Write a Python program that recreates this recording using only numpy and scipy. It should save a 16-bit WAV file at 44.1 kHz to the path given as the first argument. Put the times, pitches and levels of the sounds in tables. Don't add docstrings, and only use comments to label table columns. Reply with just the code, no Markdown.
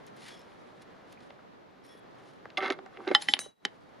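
import sys
import numpy as np
from scipy import signal
from scipy.fft import rfft, irfft
from scipy.io import wavfile

SR = 44100
rng = np.random.default_rng(int(sys.argv[2]) if len(sys.argv) > 2 else 0)


def bounce(signal):
    frames = np.transpose(np.atleast_2d(signal))
    limited = np.clip(frames, -1, 1)
    pcm = np.round(limited * 32767).astype(np.int16)
    wavfile.write(sys.argv[1], SR, pcm)


def ratio(d):
    e = np.asarray(d, float) / 20
    return 10 ** e


N = 176400

SEATED_MODE_HZ = [262, 385, 440, 500, 590, 765, 860, 1176, 1323, 1510, 1850, 2120, 2720, 3490, 3900, 4540,
                  5190, 6400, 9800, 10300]
# relative_level_db, t60_s
SEATED_MODES = [(-13.5, 0.058), (-2, 0.054), (-9, .05), (-11, 0.054), (-8.5, 0.12), (-2.5, 0.075),
                (-9, 0.03), (-7.5, 0.069), (-7, 0.051), (-4.5, 0.03), (-7, 0.046), (-1.5, 0.022), (-8, .02),
                (-12, 0.014), (-14.5, .015), (-20.5, 0.012), (-26, 0.02), (-31, 0.011), (-41, .015),
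                (-35.5, 0.018)]
# time_s, level_db, brightness_db_per_octave about 1 kHz
SCRAPE_COURSE = [(2.5, -130, 2), (2.565, -85, -13), (2.575, -29.5, 3.5), (2.588, -46.5, 1.5),
                 (2.6, -66, 8.5), (2.606, -41.5, 0), (2.65, -40, 0.5), (2.69, -40, 1), (2.7, -43, -12.5),
                 (2.71, -34, 2), (2.73, -52.5, 5.5), (2.755, -59.5, -6.5), (2.79, -76.5, -15),
                 (2.96, -63, 3), (2.98, -57.5, -9.5), (3.06, -58.5, 0.5), (3.07, -38.5, -8.5),
                 (3.085, -43, 1), (3.1, -58, 4.5), (3.115, -37, -1.5), (3.125, -48.5, 0.5),
                 (3.145, -47, 3.5), (3.16, -54.5, 7), (3.2, -83.5, -9), (3.3, -130, -1)]
# start_s,
# peak_db, contact_centre_hz, contact_width_octaves, # ring_share of the full decay, crack_db relative to the
KNOCKS = [(2.572, -24.5, 2780, 0.34, 1, 3.5), (2.579, -38, 2100, 0.46, .6, -13),
          (2.586, -35, 840, .5, .4, -10), (2.605, -25.5, 2300, 0.43, 1, -5.5),
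          (2.631, -32, 2160, .6, .6, 2), (2.644, -29, 3400, 0.94, .6, -16), (2.66, -29, 1490, 1, .7, 5.5),
          (2.702, -21, 2980, 0.82, 0.6, -0.5), (2.706, -16.5, 1880, 0.55, .6, -29),
          (2.723, -30, 2540, 1.4, .4, -8), (2.789, -35, 735, 1.42, 0.5, -2.5),
          (2.861, -37, 1480, 2.4, 0.62, -16), (2.972, -35, 2100, 0.52, 0.26, -2.5),
          (3.004, -40.5, 910, 0.52, 0.31, -6.5), (3.077, -25.5, 3160, 0.5, 0.32, 0.5),
          (3.104, -25.5, 404, 0.65, 0.57, -12), (3.113, -15.5, 424, 0.73, .3, -9.5),
          (3.287, -36, 255, 0.29, 0.39, -2), (3.338, -42, 300, 1.03, 0.36, 0),
          (3.368, -30, 2510, 0.63, 0.21, -12.5), (3.415, -41, 1910, 0.28, 0.34, -6),
          (3.46, -39, 500, 0.51, .6, -11), (3.652, -32, 278, 0.65, 0.87, -5)]
HELD_MODE_HZ = [260, 377, 826, 1100, 1400, 1746, 1972, 2406, 3073, 3465, 3860, 4300, 4640, 4885, 5180, 5360,
                6290, 7570, 9950, 10230, 10490]
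# relative_level_db, t60_s
HELD_MODES = [(-12, 0.095), (-10.5, .05), (-8, 0.22), (-4.5, 0.032), (-6, 0.042), (-7, 0.083),
              (-0.5, 0.043), (-29.5, 0.026), (-1, 0.084), (-1.5, 0.031), (-4.5, 0.039), (-10, 0.04),
              (-16, 0.05), (-18, 0.047), (-14, .08), (-17.5, 0.06), (-18, 0.023), (-27, 0.093),
              (-26.5, 0.052), (-30.5, 0.11), (-32, 0.15)]
# time_s, level_db, brightness_db_per_octave about 1 kHz
SLIDE_COURSE = [(3.15, -140, 0), (3.195, -90, 7), (3.212, -78.5, 11.5), (3.22, -74.5, 17.5),
                (3.225, -75, 7), (3.245, -83.5, 6.5), (3.27, -76.5, 7), (3.29, -69, 13.5),
                (3.33, -73.5, 9.5), (3.36, -57.5, -4.5), (3.39, -63, -3.5), (3.45, -77, 9), (3.56, -120, 0)]
HELD_CLANKS = [(3.149, -2, 2690, 1.39, 0.64, -18), (3.222, -28, 6000, 3.4, 0.27, 3.5),
               (3.283, -31.5, 2320, 0.85, 0.45, 0), (3.286, -11, 2420, 0.35, 0.55, -13),
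               (3.337, -2, 3036, 0.48, 0.086, -7), (3.338, -21, 10600, 0.54, 0.45, -5.5),
               (3.342, -25, 2900, 1, 0.37, -11.5), (3.651, -10, 2700, 1.46, 0.34, -4.5)]
FREE_MODE_HZ = [1712, 2907, 3015, 3914, 4608, 4958, 5631, 5927, 6261, 6481, 6560, 7122, 7623, 8060, 9090,
                9168, 9800, 9948, 10690, 11300, 12250, 12740, 13440, 14240]
# relative_level_db, t60_s
FREE_MODES = [(9.5, 0.032), (-9, 0.52), (-13, 0.24), (-2, 0.65), (-17, 0.092), (-13, 0.23), (-15, 0.27),
              (-4.5, 0.32), (-8.5, 0.35), (-4.5, 0.3), (-13, 0.3), (-15, 0.15), (-7, 0.35), (0, 0.18),
              (-10, 0.18), (3.5, 0.24), (-11, .22), (-9.5, .25), (-10, 0.41), (-18, .2), (-17, 0.24),
              (-15.5, .08), (-19, .33), (-26, .5)]
FREE_CLINKS = [(3.391, -32.5, 4940, 4.9, 0.85, 19.8)]
# time_s, level_db
RUB_COURSE = [(0, -75), (.06, -74), (.075, -61), (.12, -79), (.17, -63.5), (.24, -56), (.29, -52.5),
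              (.33, -56.5), (.4, -66), (.46, -73), (.8, -75), (.82, -57), (.85, -79), (1.05, -82),
              (1.13, -61.5), (1.17, -85), (1.23, -67), (1.33, -79), (1.4, -91), (1.81, -89), (1.85, -66),
              (1.98, -67.5), (2.02, -98), (2.15, -78), (2.28, -65.5), (2.42, -81), (2.9, -83),
              (3.05, -67.5), (3.2, -58), (3.23, -53.5), (3.32, -64), (3.45, -69.5), (3.8, -71.5), (4, -67)]
# frequency_hz, relative_density_db per Hz
RUB_SPECTRUM = [(530, -28.5), (900, -9), (1300, -11), (1890, -1), (2820, -4.5), (3290, -3.5), (3530, -4),
                (6740, -14.5), (8130, -19), (10300, -15), (15000, -46)]
# start_s, length_s before the decay, pitch_hz, level_db
SUNG_TONES = [(0.196, .05, 9820, -75), (0.3, 0.1, 5320, -69), (0.31, 0.05, 3350, -62),
              (1.292, 0.081, 577, -67), (1.83, 0.1, 5510, -77), (1.87, .06, 5300, -76),
              (1.885, .05, 3370, -67), (1.95, 0.06, 3370, -73), (1.888, 0.078, 1870, -70.5)]
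# start_s, peak_db, centre_hz, half_width_octaves
FIBRE_TICKS = [(.066, -48, 6000, 1.5), (.166, -52, 8000, 1.2), (.305, -46, 1900, .8),
               (.393, -52, 7000, 1.2), (.416, -53, 3500, 1.1), (.518, -53, 2600, .3), (.82, -52, 5000, 1.2),
               (1.125, -52, 6000, 1.3), (1.173, -49, 2250, .2), (1.205, -51, 3000, .9),
               (.283, -49, 7000, .9), (1.305, -40, 1200, 1.1), (1.39, -47, 1000, .6),
               (1.865, -53, 8000, 1.2), (1.95, -48, 400, .6), (2.455, -35, 900, 1.1),
               (2.502, -41, 2600, .6)]
# time_s, level_db
HUSH_COURSE = [(0, -52.5), (.6, -54), (1.2, -55), (1.8, -57.5), (2.28, -53.5), (2.5, -55.5), (3.2, -55),
               (3.6, -57.5), (4, -44)]
# frequency_hz, relative_density_db per Hz
HUSH_SPECTRUM = [(12, -48.5), (22, -20), (55, -19.5), (110, -7.5), (200, -4.5), (400, -4), (800, -7),
                 (1300, -11.5), (2200, -17.5), (3900, -25.5), (6500, -38), (10000, -47.5), (15600, -44.5)]
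# frequency_hz, correlation from -1 to 1 (no unit)
HUSH_LIKENESS = [(60, -.1), (150, 0.038), (380, -0.13), (950, -0.31), (2380, 0.48), (5980, 0.26),
                 (15000, -0.21)]
# frequency_hz, left_minus_right_db
HUSH_LEAN = [(60, 3.5), (180, -3), (550, -0.5), (1650, 0.5), (15000, -0.5)]
# time_s, gain_db
COMMON_GAIN = [(3.44, 2.5), (3.5, -4), (3.55, -19), (3.6, -13), (3.66, 0), (3.8, -4.5), (3.95, -8.5)]
# centre_hz, width_hz, gain_db
MIC_PEAKS = [(2550, 1400, -3.5), (8140, 500, -5), (10310, 2900, 0.5)]


def rms_one(x):
    return x / np.sqrt(np.mean(x ** 2) + 1e-20)


def in_time(rows):
    time_s, *columns = np.transpose(rows)
    return [np.interp(np.arange(N) / SR, time_s, column) for column in columns]


def at_hz(points, hz):
    table_hz, values = np.transpose(points)
    return np.interp(np.log(hz), np.log(table_hz), values)


def spectrum_hz():
    return np.maximum(np.arange(N // 2 + 1) * SR / N, 1)


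def coloured(x, spectrum):
    return rms_one(irfft(rfft(x) * ratio(at_hz(spectrum, spectrum_hz())), N))


def band(x, order, edges_hz, kind="band"):
    return signal.sosfilt(signal.butter(order, edges_hz, kind, fs=SR, output="sos"), x)


def drift(rate_hz):
    pole = np.exp(-80 * np.pi * rate_hz / SR)
    noise = rng.standard_normal(N // 40 + 2002)
    slow = signal.lfilter([1], [1, -2 * pole, pole * pole], noise)[2000:]
    return np.interp(np.arange(N) / 40, np.arange(len(slow)), rms_one(slow))


def ring(clicks, hz, t60_s):
    radius, angle = ratio(-60 / (t60_s * SR)), 2 * np.pi * hz / SR
    poles = [1, -2 * radius * np.cos(angle), radius * radius]
    return signal.lfilter([0, np.sin(angle)], poles, clicks + 1e-18)


def grains(per_s, spread_db):
    sizes = ratio(spread_db * np.minimum(rng.exponential(1, N), 4))
    signs = rng.choice([-1, 1], N)
    return rms_one(sizes * signs * (rng.random(N) < per_s / SR))


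def burst(hz, octaves, t60_s, size):
    edges = np.clip(hz * 2. ** np.array([-octaves, octaves]), 30, .44 * SR)
    decay = ratio(-60 * np.arange(size) / SR / t60_s)
    x = band(rng.standard_normal(size) * decay, 3, edges)
    return x / np.abs(x).max()


def scrape(course, mode_hz, modes, grit_db, slips_per_s):
    level_db, tilt = in_time(course)
    slips = grains(slips_per_s, spread_db=4.0)
    grit = band(slips * ratio(level_db + grit_db + 2.4 * tilt), 4, [900, 5000])
    sung = 0
    for hz, (mode_db, t60_s) in zip(mode_hz, modes):
        wander_db = 2.5 * drift(25)
        drive = slips * ratio(level_db + tilt * np.log2(hz / 1000) + mode_db + wander_db)
        drive = band(drive, 2, [hz / 1.25, min(hz * 1.25, .44 * SR)])
        sung = sung + ring(drive, hz, t60_s) / np.sqrt(t60_s * SR / 27.6)
    return sung + grit


def blows(rows, mode_hz, modes, wobble_db=1.5, size=14000):
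    out, t = np.zeros((2, N + size)), np.arange(size) / SR
    hz = np.array(mode_hz)[:, None]
    mode_db, t60_s = np.transpose(modes)[:, :, None]
    for start_s, peak_db, centre_hz, octaves, share, crack_db in rows:
        octaves = max(octaves, .2)
        luck = rng.normal(0, 1, (3, len(modes), 1))
        reach_db = np.maximum(-6 * (np.log2(hz / centre_hz) / octaves) ** 2, -15.5)
        wobble_hz = 25 * (1 + 0.28 * luck[1])
        wobble = wobble_db * np.sin(2 * np.pi * wobble_hz * t + 3 * luck[0])
        decay_db = 60 * t / (t60_s * max(share, .05))
        rise = np.minimum(t * hz / 1.2, 1)
        shape = ratio(mode_db + reach_db + luck[0] + wobble - decay_db) * rise
        apart = 0.46 * (1000 / hz) ** .3 * np.sign(luck[2])
        phase = 2 * np.pi * hz * t + 1.1 * luck[1]
        rings = np.array([(shape * np.sin(phase + sign * apart)).sum(0) for sign in (1, -1)])
        crack = band(burst(centre_hz, octaves, t60_s=0.014, size=size), 2, 6500, "low")
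        at = int(start_s * SR)
        out[:, at:at + size] += ratio(peak_db) * (rings / np.abs(rings).max() + ratio(crack_db) * crack)
    return out[:, :N]


def seated_blade():
    scraping = scrape(SCRAPE_COURSE, SEATED_MODE_HZ, SEATED_MODES, grit_db=-22, slips_per_s=950)
    knocks = blows(KNOCKS, SEATED_MODE_HZ, SEATED_MODES)
    return band(scraping + knocks, 3, 147, "high")


def lifted_blade():
    sliding = scrape(SLIDE_COURSE, HELD_MODE_HZ, HELD_MODES, grit_db=-15.5, slips_per_s=5000)
    clanks = blows(HELD_CLANKS, HELD_MODE_HZ, HELD_MODES)
    clinks = blows(FREE_CLINKS, FREE_MODE_HZ, FREE_MODES, wobble_db=4.5)
    return band(sliding + clanks + clinks, 3, 147, "high")


def glove():
    t = np.arange(N) / SR
    fibres = grains(per_s=5100, spread_db=3.0) * ratio(2.0 * drift(30))
    out = ratio(in_time(RUB_COURSE)[0]) * coloured(fibres, RUB_SPECTRUM)
    rustle = rms_one(band(fibres, 2, [8600, 11800]))
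    out = out + ratio(-78) * rustle * (t > 1.84) * (t < 2.0)
    rise_s, t60_s = 0.0088, 0.17
    for start_s, length_s, hz, level_db in SUNG_TONES:
        rise = np.clip((t - start_s) / rise_s, 0, 1)
        decay_db = 60 * np.maximum(t - start_s - length_s, 0) / t60_s
        shape = rise * ratio(level_db - decay_db + 1.7 * drift(22))
        out = out + 2 ** .5 * shape * np.sin(2 * np.pi * hz * t + 1.2 * drift(17))
    out = np.append(out, np.zeros(4000))
    for start_s, peak_db, hz, octaves in FIBRE_TICKS:
        at = int(start_s * SR)
        out[at:at + 4000] += ratio(peak_db) * burst(hz, octaves, t60_s=.016, size=4000)
    return out[:N]


def yard(x):
    t = np.arange(8000) / SR
    decay = ratio(-60 * t / 0.13) * (t > .002)
    tail = band(rng.standard_normal((2, 8000)) * decay, 2, [150, 3300])
    tail = tail / np.sqrt((tail ** 2).sum(1, keepdims=True))
    return signal.fftconvolve(x[None], tail, axes=1)[:, :N]


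def hush():
    hz = spectrum_hz()
    waver_db = [0.86 * drift(11), 1.3 * drift(4.6)]
    mid, side = rfft(rng.standard_normal((2, N)) * ratio(waver_db))
    alike = np.clip(at_hz(HUSH_LIKENESS, hz), -1, 1)
    lean_db = at_hz(HUSH_LEAN, hz) / 2
    common, opposed = np.sqrt(1 + alike) * mid, np.sqrt(1 - alike) * side
    both = np.array([common + opposed, common - opposed])
    out = irfft(both * ratio(at_hz(HUSH_SPECTRUM, hz) + [lean_db, -lean_db]), N)
    return rms_one(out) * ratio(in_time(HUSH_COURSE)[0])


def scene():
    seated, lifted, hand = seated_blade(), lifted_blade(), glove()
    near = seated * ratio([[-1.2], [1.2]]) + lifted * ratio([[-.3], [.3]]) + hand * ratio([[.3], [-.3]])
    echo = ratio(-21.5) * yard((seated + lifted).mean(0) + hand)
    return (near + echo + hush()) * ratio(in_time(COMMON_GAIN)[0])


def top_cut(x):
    return signal.sosfilt(signal.butter(12, 15770, fs=SR, output="sos"), x)


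def record(dry):
    for hz, width_hz, gain_db in MIC_PEAKS:
        angle, a = 2 * np.pi * hz / SR, ratio(gain_db / 2)
        q = np.sin(angle) * width_hz / hz / 2
        middle = -2 * np.cos(angle)
        dry = signal.lfilter([1 + q * a, middle, 1 - q * a], [1 + q / a, middle, 1 - q / a], dry)
    hiss = ratio(-86.5) * rng.standard_normal((2, N))
    heard = band(dry, 2, 11400, "low") + hiss
    mix = signal.sosfilt(signal.cheby2(12, 60, 15700, fs=SR, output="sos"), heard)
    return top_cut(mix)


dry = scene()
out = record(dry)
bounce(out)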